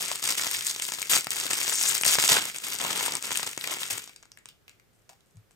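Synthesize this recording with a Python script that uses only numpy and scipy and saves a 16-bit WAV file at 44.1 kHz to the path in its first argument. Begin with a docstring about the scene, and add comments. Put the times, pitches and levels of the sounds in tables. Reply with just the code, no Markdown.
"""Thin clear plastic crackles at once, close by in a quiet room: two hands work a wrapper off a small corded tool.
Creases buckle in swarms of tiny ringing clicks and louder single snaps; film hisses as it slides on film.
Peeling film sizzles with a gliding pitch, and fingers knock on the contents as short damped resonances.
After four seconds the wrapper is dropped; light ticks, soft scuffs and a dull bump follow as the tool is turned.
Diffuse reflections and a faint filtered hiss make up the room."""
import sys
import numpy as np
from scipy import signal
from scipy.fft import rfft, irfft
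from scipy.io import wavfile
from scipy.ndimage import uniform_filter1d

SR = 44100
rng = np.random.default_rng(int(sys.argv[2]) if len(sys.argv) > 2 else 0)


def put_to_file(sound):
    """Save the sound as 16-bit audio at rate SR, in the file named by the first command-line argument."""
    columns = np.atleast_2d(sound).T  # one column per channel
    safe = np.clip(columns, -1, 1)
    whole_steps = np.round(safe * 32767)
    wavfile.write(sys.argv[1], SR, whole_steps.astype(np.int16))


N = 244755
TIME = np.arange(N) / SR

# colour of the room's air and hiss: (frequency [Hz], level [dB])
AIR_COLOUR = [(18, -31), (30, 1.5), (53, -13), (118, -4), (266, -14), (426, -12.5), (988, -22.5),
              (1350, -20.5), (4530, -28), (8300, -30), (10200, -32), (14800, -30), (16000, -53)]
# colour of the room's reflections: (frequency [Hz], level [dB])
ROOM_COLOUR = [(100, 2), (500, -8), (2000, 4), (7000, -2), (10000, -6.5), (16000, -2)]
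# dull bumps of an arm on the table: (time [s], peak level [dB], pitch [Hz])
BUMPS = [(.56, -54, 107), (3.915, -48, 106), (5.34, -53, 160), (5.358, -44.5, 106)]
# a fingertip or the cord scuffs the tool: (time [s], level [dB], decay [s], ring [Hz])
SCUFFS = [(4.459, -65, 0.016, 7400), (4.49, -57, 0.02, 3400), (4.681, -58.5, 0.027, 2500),
          (4.93, -74, 0.11, 8520), (5.092, -48, 0.022, 760), (5.26, -71.5, 0.078, 8040),
          (5.507, -72, .05, 8040)]
# light ticks of the tool, its cord and the settling wrapper, level before a shared gain:
# (time [s], level over 2 ms [dB], ring [Hz], share of the low thud [dB])
TICKS = [(4.0411, -37, 7800, -14), (4.0761, -39, 7200, -6), (4.0943, -43, 2400, -4.5),
         (4.1619, -40.5, 5670, -10), (4.2275, -45, 7200, -9), (4.2326, -49, 3100, 0),
         (4.2548, -51.5, 7800, -3), (4.3179, -42.5, 6100, -14), (4.3737, -44, 1960, -12),
         (4.3874, -50, 7700, -13), (4.4572, -38.5, 8100, -5.5), (4.4878, -41.5, 3480, -20),
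         (4.6807, -44.5, 2680, -9.5), (4.7981, -54, 2130, -11.5), (5.0929, -44.5, 7600, -3.5),
         (5.2069, -59, 3970, -10.5), (5.3699, -56, 8750, -7.5), (5.5096, -56, 8960, -3)]
# fingers knock on the wrapped tool or jerk the film taut: (time [s], peak level [dB], resonance [Hz])
KNOCKS = [(.114, -24.5, 960), (1.27, -43, 252), (1.454, -32, 370), (1.679, -40, 298), (1.723, -18.5, 1410),
          (2.184, -26.5, 280), (2.314, -25, 300), (2.315, -27.5, 110), (2.367, -6.5, 1934),
          (2.385, -20.5, 1100), (3.576, -33.5, 330)]
# stretched film peels apart in fast slips, level before a shared gain and rates before they waver:
# (time [s], length [s], level [dB], first slip rate [Hz], last slip rate [Hz])
PEELS = [(0.825, 0.027, -39.5, 7080, 8170), (1.095, 0.018, -28.5, 10500, 13700),
         (1.102, 0.011, -34, 7370, 15000), (1.716, 0.053, -29, 6800, 7700),
         (1.741, 0.081, -29.5, 7600, 5840), (1.867, 0.039, -24.5, 6080, 8820),
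         (2.017, 0.018, -32, 14000, 7650), (2.291, 0.0056, -25.5, 4630, 7360)]
# each squeeze or pull of the hands; slack film folds low, taut film is crisp:
# (time [s], hold [s], level [dB], swell over the hold [dB], slack [dB])
GRIPS = [(0.0, 0.13, -37, -7, 1.5), (0.22, .1, -32, 6.5, 0.5), (0.371, .1, -32.5, 0.5, 0),
         (0.499, 0.13, -35.5, -10, -3), (0.642, 0.064, -33.5, 0, -13), (0.816, 0.18, -40, -12, -11),
         (1.092, 0.066, -24.5, 5, -1.5), (1.304, 0.16, -36, 3, 0.5), (1.495, 0.045, -33.5, 2, 2),
         (1.561, .16, -32, 0.5, -2), (1.734, .115, -32.5, 10.5, -4.5), (1.862, 0.043, -27.5, 2, -2.5),
         (1.936, 0.061, -32.5, -14.5, -1.5), (2.043, 0.097, -23.5, 1.5, -2.5), (2.18, .075, -26.5, 7, -2),
         (2.284, 0.053, -21.5, -2, 3.5), (2.332, .048, -29, -3.5, 8.5), (2.41, 0.079, -37, 1, 1.5),
         (2.629, 0.12, -37.5, 2.5, 2.5), (2.796, 0.15, -36, 3.5, 10), (2.953, 0.11, -33.5, 4.5, 5.5),
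         (3.091, 0.059, -44, 6, 13.5), (3.233, 0.059, -41.5, -4, 6.5), (3.298, 0.099, -37, -1, 0),
         (3.421, 0.017, -38.5, -3, 8), (3.459, 0.014, -42.5, -11, 9), (3.594, 0.082, -51, 22, 8),
         (3.689, 0.036, -39.5, 10, 8), (3.796, 0.088, -41.5, -13, 0.5), (3.9, 0.031, -32, -9, 1.5),
         (3.945, .035, -48.5, -3, 10)]
# the hands stop to change their hold: (time [s], length [s])
PAUSES = [(0.208, 0.0099), (0.903, .016), (1.222, 0.082), (2.171, 0.0063), (2.509, 0.029), (2.587, 0.016),
          (3.193, 0.025), (3.444, 0.012), (3.538, 0.062)]
# the loudest creases snapping through, level before a shared gain:
# (time [s], level over 2 ms [dB], ring [Hz], share of the low thud [dB])
SNAPS = [(0.0398, -28, 9000, -5), (0.082, -24.5, 7400, -30), (0.1157, -20, 1130, -3),
         (0.1574, -22.5, 8300, -17), (0.2273, -25.5, 5300, -11), (0.2542, -23.5, 9300, -22),
         (0.2751, -18, 8750, -15), (0.3139, -24, 7150, -13), (0.3821, -21, 5400, -22),
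         (0.3959, -21, 2220, -10), (0.4682, -20, 6670, -5.5), (0.5474, -24.5, 2930, -20),
         (0.609, -25, 3540, -25), (0.668, -17.5, 7800, -20), (0.711, -23.5, 6070, -16),
         (0.762, -26, 5950, -13), (0.7985, -24.5, 3160, -16), (0.8217, -21, 8000, -19),
         (0.8875, -28, 3190, -3.5), (0.9203, -22.5, 6390, -5.5), (0.9375, -25, 6230, -9),
         (0.9863, -29, 2758, 0.5), (1.0178, -20.5, 6900, -15.5), (1.0278, -24.5, 2360, -13),
         (1.1346, -13, 3315, -9), (1.1662, -16.5, 7840, -5), (1.2448, -27.5, 9260, -27),
         (1.2698, -22.5, 5200, -3), (1.3061, -19, 9340, -30), (1.3181, -23.5, 2880, -21),
         (1.4002, -20, 9250, -14), (1.4657, -25, 3900, -8), (1.5066, -20, 8550, -7.5),
         (1.5127, -22, 1760, -12), (1.5327, -18, 8070, -11), (1.6139, -20, 2900, -12),
         (1.6798, -19.5, 6400, -9.5), (1.6953, -19, 7430, -17.5), (1.8122, -17.5, 7200, -10.5),
         (1.8368, -16.5, 5960, -18), (1.854, -23, 3520, -8.5), (1.9319, -26.5, 2820, -2.5),
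         (1.9798, -20, 7760, -31), (2.012, -20, 8800, -10), (2.0349, -16.5, 2826, -11.5),
         (2.0639, -12.5, 8650, -10), (2.137, -22.5, 2700, -9), (2.1532, -17.5, 5900, -7),
         (2.1858, -15, 2900, 0), (2.1994, -15, 8250, -6), (2.2254, -16.5, 6940, -18.5),
         (2.239, -17.5, 2930, -5.5), (2.2786, -12, 7800, -15.5), (2.3137, -15.5, 6720, -6.5),
         (2.3187, -10, 8300, -13), (2.3695, -16.5, 2740, -1), (2.4094, -28, 7600, -23),
         (2.5459, -31, 2700, -7), (2.562, -28, 8600, -7), (2.5848, -27.5, 7700, -16),
         (2.7871, -25.5, 7800, -20), (2.8011, -27, 2100, 0), (2.8146, -23.5, 8770, -13),
         (2.849, -21, 1220, 2), (2.9113, -25, 7900, -9), (3.0084, -22, 2270, -0.5), (3.0818, -23, 1180, -4),
         (3.122, -22.5, 5670, -25), (3.1531, -19.5, 8600, -17), (3.1692, -25, 7300, -17),
         (3.2256, -26, 7600, -11), (3.2544, -26, 8400, -16), (3.3076, -24, 7800, -2.5),
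         (3.3181, -21.5, 6800, -3.5), (3.3567, -21.5, 2900, -24), (3.373, -17.5, 9000, -16),
         (3.3961, -26.5, 2020, 0), (3.4305, -24, 5370, -4), (3.467, -25.5, 8400, -7),
         (3.4745, -24.5, 8200, -7.5), (3.5767, -23.5, 6440, -5), (3.6118, -28, 3860, -29),
         (3.641, -22.5, 2440, -13), (3.7698, -30, 2700, -1), (3.8117, -32, 8300, -22),
         (3.832, -22.5, 3690, -6), (3.9807, -26, 7600, -9)]
# sizes of buckle, from small facets through creases and large folds to flapping:
# (lowest frequency [Hz], highest frequency [Hz])
SIZE_BANDS = [(3500, 17000), (1400, 3500), (500, 1400), (55, 500)]
# how each size answers a grip: (level [dB], share of the grip's level [ratio], share of its slack [ratio])
SIZES = [(0, 0.97, 0.0), (-4.5, 0.86, 0.39), (-13.5, 0.98, 0.96), (-21, 0.7, 0.85)]
# colour of the crinkling film: (frequency [Hz], level [dB])
FILM_COLOUR = [(35, -49), (60, -19.5), (107, -15), (322, -8), (379, -8), (576, -9), (762, -5), (1810, -6.5),
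               (1980, -4), (4180, -2), (7850, 1), (8820, -1), (10100, -9), (14400, -7.5), (15800, -17)]
# how strongly the left-right difference sounds: (frequency [Hz], level [dB])
SPREAD = [(100, -8), (1000, -5), (3500, -3.5), (4800, -1), (6300, -31.5), (8000, -2.5), (9500, -3),
          (12500, -1.5), (15500, -11)]
# how far left is louder than right: (frequency [Hz], left over right [dB])
LEFT_LEAD = [(60, 7), (110, 2), (200, 3.5), (380, 4), (700, 2.5), (1290, 3.5), (2380, 1.5), (4400, -1),
             (8120, 5.5), (15000, 7)]
# where the hands hold the wrapper, before centring and scaling: (time [s], left over right [dB])
HANDS = [(0.0, 4.5), (0.76, 2), (1.03, 6), (1.51, 4), (1.96, 7), (2.33, 0.5), (2.75, 4), (3.53, 4.5),
         (4.1, 3.5)]

AIR_DB = -68
CUTOFF_HZ = 16000
RIGHT_LAG_MS, RIGHT_LAG_TOP_HZ = 0.14, 4340
# the film gives at once and goes on creaking after each grip
ATTACK_S, RELEASE_DB_PER_S, USUAL_GRIP_DB = .007, 280.0, -32.5
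# it stirs between grips, and unfolds once dropped
HELD_DB, LET_GO_S, SETTLE_DB_PER_S = -43, 3.98, 138
PAUSE_DB, PAUSE_FADE_S = -8.0, 0.012   # how far the crinkle sinks in a pause, and how fast
CROWDING = .8   # a harder grip buckles more creases a second, by this power of its strength
# lesser snaps: rate, level over the grip and its scatter, share of the grip's level they follow
SNAPS_PER_S, SNAP_OVER_DB, SNAP_SCATTER_DB, SNAP_FOLLOWS = 40.0, 3.0, 2.5, .75
# what they ring at: two centres, the share of long creases, and the scatter in octaves
SHORT_CREASE_HZ, LONG_CREASE_HZ, LONG_SHARE, CREASE_SCATTER_OCT = 7600, 2900, 0.24, 0.34
SNAP_LOW_DB = 1.5   # their low share, over the large folds' level against the small facets'


def from_db(db):
    """Turn decibels into a plain gain."""
    return 10 ** (np.asarray(db) / 20)


def unit_energy(x):
    """Scale a sound so that its squares add up to 1."""
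    return x / np.sqrt(np.sum(x ** 2) + 1e-20)


def at_hz(points, hz):
    """Read a colour table between its points, on a logarithmic frequency scale."""
    table = np.array(points)
    return np.interp(np.log(hz + 1), np.log(table[:, 0]), table[:, 1])


def cut(x, hz, kind, order=2):
    """Keep only the low, high or band part of a sound."""
    sos = signal.butter(order, hz, kind, fs=SR, output="sos")
    return signal.sosfilt(sos, x + 1e-18)


def resonate(x, hz, q):
    """A resonance of gain 1 and width hz / q."""
    hz = min(hz, .45 * SR)
    q = max(q, hz / (.4 * SR))
    return signal.lfilter(*signal.iirpeak(hz, q, fs=SR), x + 1e-18)


def colour(x, points, size=2048):
    """Causal (minimum-phase) filter that follows a spectrum in dB."""
    gains = from_db(at_hz(points, np.fft.rfftfreq(size, 1 / SR)))
    cepstrum = irfft(np.log(gains))
    # folding the cepstrum forward in time puts the response after its cause
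    cepstrum[1:size // 2] *= 2
    cepstrum[size // 2 + 1:] = 0
    response = irfft(np.exp(rfft(cepstrum)))
    return signal.oaconvolve(x, response[None], axes=-1)[:, :x.shape[-1]]


def drift(per_s):
    """Slow random wandering around 0, through per_s new values a second."""
    knots = rng.standard_normal(8192)
    return np.interp(TIME * per_s, np.arange(len(knots)), knots)


def add(out, s, sound):
    """Mix a short sound into out at time s, cutting off what runs past the end."""
    start = max(round(s * SR), 0)
    out[:, start:start + sound.shape[-1]] += sound[:, :max(N - start, 0)]


def room_tone(side_db=-1.5):
    """Still air and a faint hiss: coloured noise, partly different on left and right."""
    air = colour(rng.standard_normal((2, N)), AIR_COLOUR)
    mid, side = from_db(AIR_DB) * air / air.std()
    return mid + from_db(side_db) * side * [[1], [-1]]


def room(mid_side, t60, wet_db, build_s=0.0013):
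    """Diffuse reflections from the table and furnished room: noise that builds fast and decays 60 dB in t60."""
    t = np.arange(SR // 2) / SR
    tail = rng.standard_normal((2, len(t))) * from_db(-60 * t / t60) * (1 - np.exp(-t / build_s))
    tail = colour(np.array([unit_energy(row) for row in tail]), ROOM_COLOUR)
    return from_db(wet_db) * signal.oaconvolve(mid_side[:1], tail, axes=-1)[:, :N]


def bumps(swell_s=0.02):
    """A soft push swells into one low note of the table and dies."""
    out, t = np.zeros((2, N)), np.arange(SR // 4) / SR
    for s, db, hz in BUMPS:
        swell = (t / swell_s * np.exp(1 - t / swell_s)) ** 2
        add(out, s, from_db(db) * swell * np.sin(2 * np.pi * hz * t) * [[1], [0]])
    return out


def scuffs(rough_db=6.5, q=3.4, rasp=0.84):
    """Brief rough rubbing that rings the tool and dies away."""
    rough_noise = rng.standard_normal((2, N)) * from_db(rough_db * drift(400))
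    rub = colour(rough_noise, FILM_COLOUR)
    out = 0
    for s, db, decay, hz in SCUFFS:
        scuff = unit_energy(resonate(rub, hz, q)) + rasp * unit_energy(rub)
        fade = (TIME > s) * np.exp(-abs(TIME - s) / decay)
        out = out + from_db(db) * fade * scuff / scuff.std()
    return out


def knocks(q=1.0, contact_s=0.0084, scuff=0.056, side_db=-0.5):
    """A brief scuffing push into a heavily damped body, louder on the left."""
    out, t = np.zeros((2, N)), np.arange(4096) / SR
    noises = rng.standard_normal((len(KNOCKS), 2, len(t)))
    for (s, db, hz), noise in zip(KNOCKS, noises):
        push = (t == 0) + scuff * noise * np.exp(-t / contact_s)
        knock = cut(resonate(push, hz, q), 2 * hz, "low")
        add(out, s, from_db(db) * knock / abs(knock).max() * from_db([[0], [side_db]]))
    return out


def peels(gain_db=-2.0, wander=0.17, rough=0.96):
    """Stick and slip along a running edge; its rate wavers and glides with the pull."""
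    out = np.zeros((2, N))
    for s, length, db, first_hz, last_hz in PEELS:
        progress = np.linspace(0, 1, max(int(length * SR), 8))
        size = len(progress)
        rate = np.geomspace(first_hz, last_hz, size) * np.exp(wander * drift(900)[:size])
        phase = 2 * np.pi * np.cumsum(rate) / SR
        swell = np.sqrt(2 * abs(np.sin(np.pi * progress))) * (1 + rough * drift(1500)[:size])
        facing = .5 * drift(700)[:size]   # the edge turns towards one side, then the other
        sizzle = np.array([np.sin(phase), facing * np.cos(phase)])
        add(out, s, from_db(db + gain_db) * swell * sizzle)
    return out


def stillness():
    """Gain of the crinkle: it sinks in each pause of the hands."""
    still = 0
    for s, length in PAUSES:
        inside = np.minimum(TIME - s, s + length - TIME)
        still = still + np.clip(inside / PAUSE_FADE_S + .5, 0, 1)
    return from_db(PAUSE_DB * still)


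def effort(gain_db, follows, slack_share):
    """Strength of one size of buckle: each grip rises, holds and dies away, over the stir of the held film."""
    def level(db):
        return from_db(USUAL_GRIP_DB + gain_db + follows * (db - USUAL_GRIP_DB))
    power = level(HELD_DB - SETTLE_DB_PER_S * np.maximum(TIME - LET_GO_S, 0)) ** 2
    for s, hold, db, swell_db, slack_db in GRIPS:
        near = slice(max(int(s * SR), 0), int((s + hold + .5) * SR))
        t = TIME[near] - s
        swelling_db = swell_db * (np.minimum(t / hold, 1) - .5)
        held_db = db + swelling_db - RELEASE_DB_PER_S * np.maximum(t - hold, 0)
        rise = np.clip(t / ATTACK_S, 0, 1)
        power[near] += (rise * level(held_db) * from_db(slack_share * slack_db)) ** 2
    return np.sqrt(power) * stillness()


def clicks_of(table, gain_db, slip_s, grit, q, crack, echo_db):
    """A sudden snap with a gritty slip rings a facet and thuds the sheet; the hand throws it back soon after."""
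    out, t = np.zeros((2, N)), np.arange(512) / SR
    slips = rng.standard_normal((len(table), 2, len(t)))
    delays = rng.uniform(0.00087, .0025, len(table))
    for (s, db, hz, low_db), noise, delay in zip(table, slips, delays):
        echo = (t > delay) * np.exp(-abs(t - delay) / (2 * slip_s))
        shape = np.exp(-t / slip_s) + from_db(echo_db) * echo
        snap = np.array([t == 0, np.zeros(len(t))]) * np.sign(noise[0, 0])
        slip = colour(snap + grit * noise * shape, FILM_COLOUR, size=1024)
        ring = unit_energy(resonate(slip, hz, q)) + crack * unit_energy(cut(slip, 1850, "high"))
        thud = unit_energy(cut(slip, 2000, "low"))
        share = np.clip(from_db(low_db), 0, .9)
        # the sheet as a whole swings against the facet
        click = np.sqrt(1 - share ** 2) * unit_energy(ring) - share * thud
        # energy worth a level of 1 over 2 ms
        click = np.array([unit_energy(row) for row in click]) * np.sqrt(.002 * SR)
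        add(out, s, from_db(db + gain_db) * click)
    return out


def lesser_snaps(count=500):
    """Creases give way at random, as hard as the film is worked and duller where slack; rows as in SNAPS."""
    wait, kind = rng.random((count, 2)).T
    size, pitch, low = rng.standard_normal((count, 3)).T
    s = np.cumsum(-np.log(1 - wait)) / SNAPS_PER_S
    facets, _, folds, _ = (20 * np.log10(np.interp(s, TIME, effort(*row))) for row in SIZES)
    grip_db = USUAL_GRIP_DB + SNAP_FOLLOWS * (facets - USUAL_GRIP_DB)
    db = grip_db + SNAP_OVER_DB + SNAP_SCATTER_DB * size
    centre_hz = np.where(kind < LONG_SHARE, LONG_CREASE_HZ, SHORT_CREASE_HZ)
    hz = centre_hz * 2 ** (CREASE_SCATTER_OCT * pitch)
    low_db = folds - facets + SNAP_LOW_DB + 2 * SNAP_SCATTER_DB * low
    return np.transpose([s, db, hz, low_db])[s < LET_GO_S]


def swarm(busy, per_s, size_db, clump_db, q, crack, count=22):
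    """Tiny creases buckle in clumps; each clicks and rings its own facet of film. Rows: mid, side."""
    chance = busy * per_s * from_db(clump_db * drift(130)) / SR
    born = rng.random(N) < chance
    sizes = born * from_db(size_db * np.minimum(rng.exponential(1, N), 2)) * rng.choice([-1, 1], N)
    clicks = sizes * np.array([np.ones(N), rng.choice([-1, 1], N)])
    facet = rng.integers(0, count, N)
    rings = 0
    for k, hz in enumerate(np.geomspace(700, 14500, count)):
        rings = rings + resonate(clicks * (facet == k), hz, q)
    return colour(unit_energy(rings) + crack * unit_energy(clicks), FILM_COLOUR)


def steady(x, window_s):
    """Even out the level over the span of a finger movement; single clicks still stand out."""
    size = int(window_s * SR / 2)
    power = uniform_filter1d(uniform_filter1d(x[0] ** 2, 2 * size), size)
    return x / np.sqrt(np.maximum(power, 0) + np.mean(x[0] ** 2) / 1000)


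def crinkle(slide_db=-4.5, jerk_db=0.7, patchy_db=0.83):
    """The swarm and the hiss of film on film; fingers move in jerks, and each size of buckle comes and goes."""
    busy = np.maximum(effort(*SIZES[0]) / from_db(USUAL_GRIP_DB), .5) ** CROWDING
    clicks = swarm(busy, per_s=750, size_db=6.0, clump_db=5.5, q=3.2, crack=1.0)
    slide = colour(rng.standard_normal((2, N)), FILM_COLOUR)
    film = unit_energy(clicks) + from_db(slide_db) * unit_energy(slide)
    out, jerks_db = 0, jerk_db * drift(55)
    for band, size in zip(SIZE_BANDS, SIZES):
        buckles = steady(cut(film, band, "band", order=3), window_s=.04)
        out = out + effort(*size) * from_db(jerks_db + patchy_db * drift(70)) * buckles
    return out


def to_left_right(mid_side, lean_share=0.64):
    """Mid and side become left and right; the lower range reaches the right a little late."""
    mid, side = mid_side[0], colour(mid_side[1:], SPREAD)[0]
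    left, right = mid + side, mid - side
    lowpass = signal.butter(12, RIGHT_LAG_TOP_HZ, fs=SR, output="sos")
    low = signal.sosfiltfilt(lowpass, right)
    right = right - low + np.interp(TIME - RIGHT_LAG_MS / 1000, TIME, low)
    # left is louder in most ranges, and the balance shifts as the hands move
    left = colour(left[None], [(hz, db / 2) for hz, db in LEFT_LEAD])
    right = colour(right[None], [(hz, -db / 2) for hz, db in LEFT_LEAD])
    s, pan_db = np.transpose(HANDS)
    lean = from_db(lean_share * np.interp(TIME, s, pan_db - pan_db.mean()) / 2)
    return np.vstack([left * lean, right / lean])


def scene():
    """Wrapper and tool with their reflections, then the bumps and the quiet room."""
    tool = scuffs() + clicks_of(TICKS, gain_db=-0.5, slip_s=0.00039, grit=0.49, q=3.8, crack=0.68, echo_db=-7.5)
    film = knocks() + peels() + crinkle()
    creases = np.vstack([SNAPS, lesser_snaps()])
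    snaps = clicks_of(creases, gain_db=-2.0, slip_s=0.0003, grit=0.39, q=4.5, crack=0.91, echo_db=-7.5)
    wrapper = film + snaps
    reflections = room(wrapper, t60=0.16, wet_db=-9.0) + room(tool, t60=0.23, wet_db=-6.0)
    return to_left_right(wrapper + tool + bumps() + reflections) + room_tone()


def record(dry):
    """The highest peaks are rounded and the top of the treble is cut."""
    rounded = .8 * np.tanh(dry / .8)
    lowpass = signal.ellip(10, .3, 80, CUTOFF_HZ, fs=SR, output="sos")
    return signal.sosfilt(lowpass, rounded)


dry = scene()
out = record(dry)
put_to_file(out)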